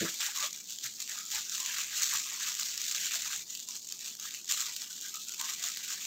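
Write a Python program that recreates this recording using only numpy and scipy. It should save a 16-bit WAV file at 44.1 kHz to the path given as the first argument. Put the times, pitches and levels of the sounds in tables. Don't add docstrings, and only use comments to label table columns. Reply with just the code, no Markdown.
import sys
import numpy as np
from scipy import signal
from scipy.fft import rfft, irfft
from scipy.io import wavfile
from scipy.ndimage import uniform_filter1d

SR = 44100
rng = np.random.default_rng(int(sys.argv[2]) if len(sys.argv) > 2 else 0)


def pcm_store(signal):
    levels = np.round(np.clip(np.atleast_2d(signal), -1, 1) * 32767)
    wavfile.write(sys.argv[1], SR, levels.astype(np.int16).T)


def volts(x):
    e = np.asarray(x, float) / 20
    return 10 ** e


N = 267246

# [t/s, crinkle level/dB, palm fold/dB]
HAND_WORK = [(0.0, -39, 11.5), (0.44, -43, -14.5), (0.59, -47, -3.5), (0.95, -43, -6), (1.45, -42.5, -3),
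             (1.6, -42, 5.5), (1.95, -40, 5.5), (2.4, -38.5, 3.2), (3.0, -38.5, -5.5), (3.4, -43.5, 0),
             (3.46, -47.5, -5.5), (3.85, -43, -16), (4.44, -43.5, -24), (4.55, -38, -1.5), (4.9, -47.5, 0),
             (5.36, -44.5, -7.5), (5.45, -43.5, 2.5), (6.06, -41.5, 2.5)]
# [start t/s, hold/s, level/dB, palm fold/dB]
FIRST_EDGE_GRIPS = [(0.0, 0.049, -48.5, 13), (0.194, 0.09, -36, 7), (0.343, 0.096, -37.5, 4.5),
                    (0.413, 0.041, -36, 5), (0.534, 0.022, -45.5, 3.5), (0.663, 0.075, -39.5, -11),
                    (0.826, 0.038, -38.5, 2.8), (0.991, 0.016, -37, -3), (1.079, 0.042, -42.5, 6.5),
                    (1.148, 0.058, -46, 6.5), (1.306, 0.085, -35.5, 0.6), (1.51, 0.11, -37, -2),
                    (1.643, 0.091, -36, -1), (1.757, 0.051, -40, 8), (1.934, 0.053, -32, -10),
                    (2.015, 0.037, -31, -1.5), (2.071, 0.056, -32.5, -2), (2.125, 0.028, -31.5, 1),
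                    (2.416, 0.07, -38.5, 4.4), (2.573, 0.094, -37, -0.5), (2.787, 0.055, -34.5, -12),
                    (2.849, 0.065, -37.5, 0.8), (2.941, 0.13, -37.5, 6), (3.103, 0.063, -33.5, 4),
                    (3.19, 0.071, -38, 1), (3.299, 0.059, -37.5, 4)]
# [start t/s, hold/s, level/dB, palm fold/dB]
SECOND_EDGE_GRIPS = [(3.488, 0.14, -42, -7.5), (3.67, 0.09, -41.5, -4.5), (3.9, 0.042, -50, 6),
                     (3.995, 0.035, -43, 1), (4.04, 0.063, -43.5, 3.5), (4.179, 0.081, -45, -0.5),
                     (4.239, 0.051, -43, 2.5), (4.308, 0.085, -45, 3), (4.484, 0.063, -32, -2.5),
                     (4.562, 0.07, -40.5, 7.5), (4.648, 0.062, -41, 0), (4.754, 0.017, -38.5, -11),
                     (4.804, 0.026, -38, -2.5), (4.893, 0.06, -42.5, -1), (5.013, 0.049, -42, 0),
                     (5.077, 0.032, -44.5, -5), (5.134, 0.082, -39, -13), (5.259, 0.079, -39.5, -16),
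                     (5.386, 0.099, -36.5, -4), (5.468, 0.069, -40.5, 4), (5.618, 0.058, -35, 3.7),
                     (5.75, 0.025, -59, 2), (5.87, 0.068, -38, -1.5), (6.039, 0.03, -52, 11)]
GRIP_RISE_S, GRIP_RELEASE_S, GRIP_ARCH_DB = 0.0099, 0.016, 0.5
# [level/dB, share of the palm fold/1]
FOLD_SIZES = [
    (-3.5, 0.34),
    (-8, 0.3),
    (-17.5, 1.2),
    (-22, 0.97),
]
FOLD_LIMITS = 1400, 2600, 5000
# [f/Hz, density/dB per Hz]
FILM_COLOUR = [(410, -38.5), (700, -26), (873, -25), (1100, -18.5), (1540, -14), (2770, -8.5), (3190, -9),
               (3580, -7.5), (5020, -5.5), (6940, 2), (7500, -1.5), (9350, -21.5), (11500, -19.5),
               (14700, -7.5), (15500, -14)]
# [t/s, peak level/dB, patch f/Hz, length/ms]
FIRST_EDGE_SNAPS = [(.2065, -22, 5400, 2), (.264, -20, 3800, 1.9), (.3617, -22, 6900, 1.1),
                    (.5282, -28, 6500, 3.9), (.6972, -28, 5900, 1.4), (.7859, -25, 3100, 2.2),
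                    (.8407, -25, 5700, 1.7), (1.0241, -24, 4000, 1.6), (1.0768, -24, 4700, 1.1),
                    (1.0946, -24, 7800, 2.4), (1.187, -24, 6900, 2.1), (1.3035, -25, 6200, 1.3),
                    (1.496, -20, 6900, 1.2), (1.6025, -22, 7400, 3), (1.6606, -20, 7100, 2.8),
                    (1.7839, -19, 1700, 2.4), (1.8157, -21, 6900, 1.9), (1.9785, -20, 7100, 2.2),
                    (2.0208, -17, 6400, 1.4), (2.0332, -14, 6400, 1.8), (2.1371, -18, 7100, 3),
                    (2.5509, -21, 12900, 1.5), (2.5964, -21, 7100, 2.9), (2.6319, -21, 4100, 1.2),
                    (2.7774, -15, 5500, 1.2), (2.8161, -21, 6400, 1.7), (2.9131, -21, 7600, 2.4),
                    (2.948, -18, 5700, 1.1), (3.3608, -22, 6500, 2.7), (3.3935, -26, 6700, 1.1)]
# [t/s, peak level/dB, patch f/Hz, length/ms]
SECOND_EDGE_SNAPS = [(3.5036, -30, 6700, 4.1), (3.5507, -25, 4700, 2.1), (3.6007, -26, 4000, 1.7),
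                     (3.6872, -25, 7200, 2.1), (3.7654, -26, 6700, 1.4), (3.9004, -30, 7600, 1.2),
                     (3.923, -21, 4500, 2.4), (3.9909, -29, 6900, 3.7), (4.0804, -26, 6400, 1.9),
                     (4.1973, -27, 6400, 3.5), (4.3463, -25, 2800, 2.9), (4.4446, -31, 6900, 2.2),
                     (4.513, -15, 7200, 2.1), (4.5222, -13, 7100, 1.1), (4.6052, -19, 6700, 2.4),
                     (4.6134, -20, 4100, 1.8), (4.7644, -21, 4300, 1.9), (4.8185, -23, 4700, 1.9),
                     (5.0119, -25, 13600, 1.1), (5.084, -26, 7100, 1.4), (5.1412, -26, 4800, 1.2),
                     (5.1563, -24, 7800, 1.3), (5.2934, -27, 5200, 1.5), (5.3437, -27, 11700, 2.7),
                     (5.4124, -21, 12400, 2.1), (5.6405, -18, 6500, 2.3), (5.6861, -19, 7200, .9),
                     (5.761, -25, 6500, 1.2), (5.7717, -23, 4700, 1.8), (6.0507, -25, 4800, 2.8)]
STRAY_COUNT = 300
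STRAY_OVER_DB, STRAY_SPREAD_DB = 9, 4
# [t/s, level/dB, f/Hz, length/s]
STEM_RUBS = [(.005, -41.5, 1700, 0.028), (0.128, -64, 1380, 0.019), (0.347, -48.5, 1120, 0.091),
             (0.402, -43.5, 1160, 0.072), (1.154, -54.5, 1290, 0.11), (1.581, -54, 1050, 0.17),
             (2.122, -43.5, 1126, 0.057), (2.668, -63.5, 1390, 0.39), (3.131, -55.5, 660, 0.064),
             (3.253, -51.5, 1010, 0.042), (3.473, -64.5, 1950, 0.13), (3.516, -64, 2800, 0.26),
             (3.673, -58.5, 1044, 0.095), (4.676, -51.5, 980, 0.045), (5.128, -52, 1270, 0.066),
             (5.26, -58.5, 1415, 0.12), (5.386, -45.5, 1056, 0.074), (5.924, -55.5, 1120, 0.034),
             (0.28, -52, 950, 0.025), (.425, -50.5, 610, 0.045), (0.833, -59.5, 620, .04),
             (1.327, -52, 880, 0.065), (1.97, -61, 800, .06), (1.99, -61, 496, .06),
             (2.948, -63, 617, 0.039), (3.33, -59, 820, 0.044), (3.37, -59.5, 1060, 0.037),
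             (4.497, -62, 610, 0.098), (5.616, -61, 710, 0.094), (1.447, -65, 1330, 0.074)]
# [f/Hz, level/dB, t60/s]
TABLE_MODES = [(176, -21, 0.091), (335.3, -30.5, 0.3), (418, -23, 0.073), (488, -26, 0.088),
               (255, -35, 0.16), (610, -36, 0.16), (669, -40, 0.11), (118, -26, 0.047)]
KNOCK_S, KNOCK_RISE_S = 0.0086, 0.005
# [t/s, peak level/dB, f/Hz]
WRIST_BUMPS = [
    (0.839, -58.5, 128),
    (1.349, -61.5, 60),
    (2.129, -63, 124),
    (3.211, -64, 70.0),
    (3.365, -66, 68),
    (1.53, -77, 65),
    (1.84, -70, 62),
    (1.97, -71, 70),
]
# [f/Hz, density/dB per Hz]
ROOM_HUM = [(18, -47), (30, -20), (91, -16.5), (119, -5.5), (150, -10), (168, -3.5), (217, -3.5), (292, -7),
            (378, -6), (481, -13.5), (900, -16.5), (1170, -18), (1980, -120)]
HUM_DB = -67.5
# [f/Hz, level/dB]
APPLIANCE_TONES = [(177.6, -76.5), (226.1, -74.5), (263.8, -80.5), (376.8, -80.5)]
# [f/Hz, threshold/dB per bin]
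GATE_THRESHOLD = [(100, -54.5), (450, -48), (600, -67.5), (1000, -68.5), (2500, -71.5), (4000, -70),
                  (6000, -101)]
GATE_DEPTH_DB = -6


def gloves():
    colour = causal(FILM_COLOUR)
    film = signal.oaconvolve(patchy(crackle(), patchy_db=2.5), colour)[:N]
    hz, spectrum = np.fft.rfftfreq(N, 1 / SR), rfft(film)
    low, middle, high = (1 / (1 + (hz / edge) ** 8) for edge in FOLD_LIMITS)
    bands = 1 - high, high - middle, middle - low, low
    out = np.zeros(N)
    for band, (db, share) in zip(bands, FOLD_SIZES):
        out += evened(irfft(spectrum * band, N)) * volts(db) * hands(share)
    snaps = list(FIRST_EDGE_SNAPS) + list(SECOND_EDGE_SNAPS) + strays(hands(0))
    for (at, db, pitch, ms), noise in zip(snaps, rng.standard_normal((len(snaps), 400))):
        dulled = signal.lfilter([1, .15], [1], noise)
        sound = signal.fftconvolve(snap(dulled, pitch, 0.00075 * ms), colour)
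        add(out, at, volts(db) * sound / abs(sound).max())
    return out


def hands(share):
    t = np.arange(0, N, 32) / SR
    at, db, palm_db = np.transpose(HAND_WORK)
    grips = list(FIRST_EDGE_GRIPS) + list(SECOND_EDGE_GRIPS)
    start, hold, grip_db, grip_palm_db = np.transpose(grips)[:, :, None]
    rise = np.clip((t - start) / GRIP_RISE_S, 0, 1) ** 2
    release = np.exp(-np.maximum(t - start - hold, 0) / GRIP_RELEASE_S)
    arch = 2 * np.sin(np.pi * np.clip((t - start) / hold, 0, 1)) - 1.23
    shape = rise * release * volts(GRIP_ARCH_DB * arch) ** 2
    work_power = volts(np.interp(t, at, db + share * palm_db)) ** 2
    grip_power = (volts(grip_db + share * grip_palm_db) ** 2 * shape).sum(0)
    return np.interp(np.arange(N) / SR, t, np.sqrt(work_power + grip_power))


def crackle(per_s=2600, spread_db=2.0, clump_db=0.0, rustle_db=-11):
    clump = volts(clump_db * drift(N, 120) + 1.42 * drift(N, 600))
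    size = volts(spread_db * np.minimum(rng.exponential(1, N), 3.0))
    size = size * (rng.random(N) < per_s / SR)
    kind, out = rng.integers(0, 24, N), np.zeros(N)
    for k, hz in enumerate(np.geomspace(1200, 14000, 24)):
        grain = snap(rng.standard_normal(128), hz, 0.00077, ring=0.46)
        out += signal.oaconvolve(size * (kind == k), grain / np.linalg.norm(grain))[:N]
    return clump * (evened(out) + volts(rustle_db) * rng.standard_normal(N))


def snap(noise, hz, length, ring=.55):
    t = np.arange(len(noise)) / SR
    u = t / max(length, .0002)
    return u ** 0.31 * np.exp(-u ** 1.47) * (noise + ring * np.sin(2 * np.pi * hz * t))


def strays(level):
    when, size, pitch, length = rng.random((STRAY_COUNT, 4)).T
    around_db = 20 * np.log10(level[(when * N).astype(int)])
    db = around_db + STRAY_OVER_DB + STRAY_SPREAD_DB * (2 * size - 1)
    return list(zip(when * N / SR, db, 2800 + 5000 * np.sqrt(pitch), 0.38 + 3.55 * length))


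def patchy(x, patchy_db):
    hz, t, z = signal.stft(x, SR, nperseg=512)
    patches = rng.standard_normal((len(t), len(hz))).T
    patches = evened(uniform_filter1d(uniform_filter1d(patches, 8, 0), 6, 1))
    depth = patchy_db * np.clip(2500 / (hz + 300), .4, 2)[:, None]
    return signal.istft(z * volts(depth * patches), SR, nperseg=512)[1][:N]


def stem(width_hz=85):
    out = np.zeros(N)
    r = np.exp(-np.pi * width_hz / SR)
    for (at, db, hz, length), noise in zip(STEM_RUBS, rng.standard_normal((len(STEM_RUBS), 12000))):
        hollow = signal.lfilter([1, -1], [1, -2 * r * np.cos(2 * np.pi * hz / SR), r * r], noise)
        u = np.arange(12000) / SR / length
        add(out, at, volts(db) * evened(hollow) * np.minimum(5.3 * u, 1) * np.exp(-u ** 3))
    return out


def table():
    out, t = np.zeros(N), np.arange(12000) / SR
    rise = 1 - np.exp(-(t / KNOCK_RISE_S) ** 2)
    ring = rise * sum(volts(db - 60 * t / t60) * np.sin(2 * np.pi * hz * t) for hz, db, t60 in TABLE_MODES)
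    for later_s, db in (0, -5), (.009, -5), (.028, -7.5), (.07, -17):
        add(out, KNOCK_S + later_s, volts(db) * ring)
    push_rise = 1 - np.exp(-t / 0.014)
    for at, db, hz in WRIST_BUMPS:
        add(out, at, volts(db + 13.5 - 60 * t / 0.2) * push_rise * np.sin(2 * np.pi * hz * t))
    return out


def walls(x, t60=0.19):
    t = np.arange(9000) / SR
    echoes = rng.choice([-1., 1.], 9000) * (rng.random(9000) < .06)
    tail = echoes * volts(-60 * t / t60) * (t > .002)
    return signal.fftconvolve(x, tail / np.linalg.norm(tail))[:N]


def kitchen():
    noise = rfft(rng.standard_normal(N)) * volts(read(ROOM_HUM, np.fft.rfftfreq(N, 1 / SR)))
    t = np.arange(N) / SR
    tones = np.zeros(N)
    for hz, db in APPLIANCE_TONES:
        tones += volts(db - 1.0) * np.sin(2 * np.pi * hz * t + 1.6 * drift(N, 9000))
    hum = volts(HUM_DB - 1.54) * evened(irfft(noise, N))
    return volts(-GATE_DEPTH_DB) * (hum + tones)


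def suppress(x):
    hz, t, z = signal.stft(x, SR, nperseg=1024, noverlap=768)
    power = uniform_filter1d(uniform_filter1d(abs(z) ** 2, size=3, axis=0), size=13, axis=1)
    over_db = 10 * np.log10(abs(power) + 1e-14) - read(GATE_THRESHOLD, hz)[:, None]
    shut = 1 / (1 + np.exp(np.clip(over_db / 0.53, -30, 30)))
    return signal.istft(z * volts(GATE_DEPTH_DB * shut), SR, nperseg=1024, noverlap=768)[1][:N]


def evened(x):
    return x / np.sqrt(np.mean(x ** 2) + 1e-20)


def read(points, hz):
    f, value = np.transpose(points)
    return np.interp(np.log(hz + 1), np.log(f + 1), value)


def add(mix, s, sound):
    part = mix[round(s * SR):][:len(sound)]
    part += sound[:len(part)]


def causal(points):
    level_db = read(points, abs(np.fft.fftfreq(4096, 1 / SR)))
    log_gain = np.log(volts(np.maximum(level_db, -100)))
    return np.fft.ifft(np.exp(log_gain - 1j * signal.hilbert(log_gain).imag)).real[:1024]


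def drift(size, smooth):
    return evened(uniform_filter1d(uniform_filter1d(rng.standard_normal(size), smooth), smooth))


def scene():
    near = gloves() + stem()
    return (near + volts(-11.5) * walls(near) + table() + kitchen())[None]


def roll_off(x):
    return signal.sosfilt(signal.butter(12, 16810, fs=SR, output="sos"), x)


def record(dry):
    band_limit = signal.firwin(801, 15780, window=("kaiser", 10), fs=SR)
    mix = signal.oaconvolve(suppress(dry[0]), band_limit, "same")[None]
    return roll_off(mix)


dry = scene()
out = record(dry)
pcm_store(out)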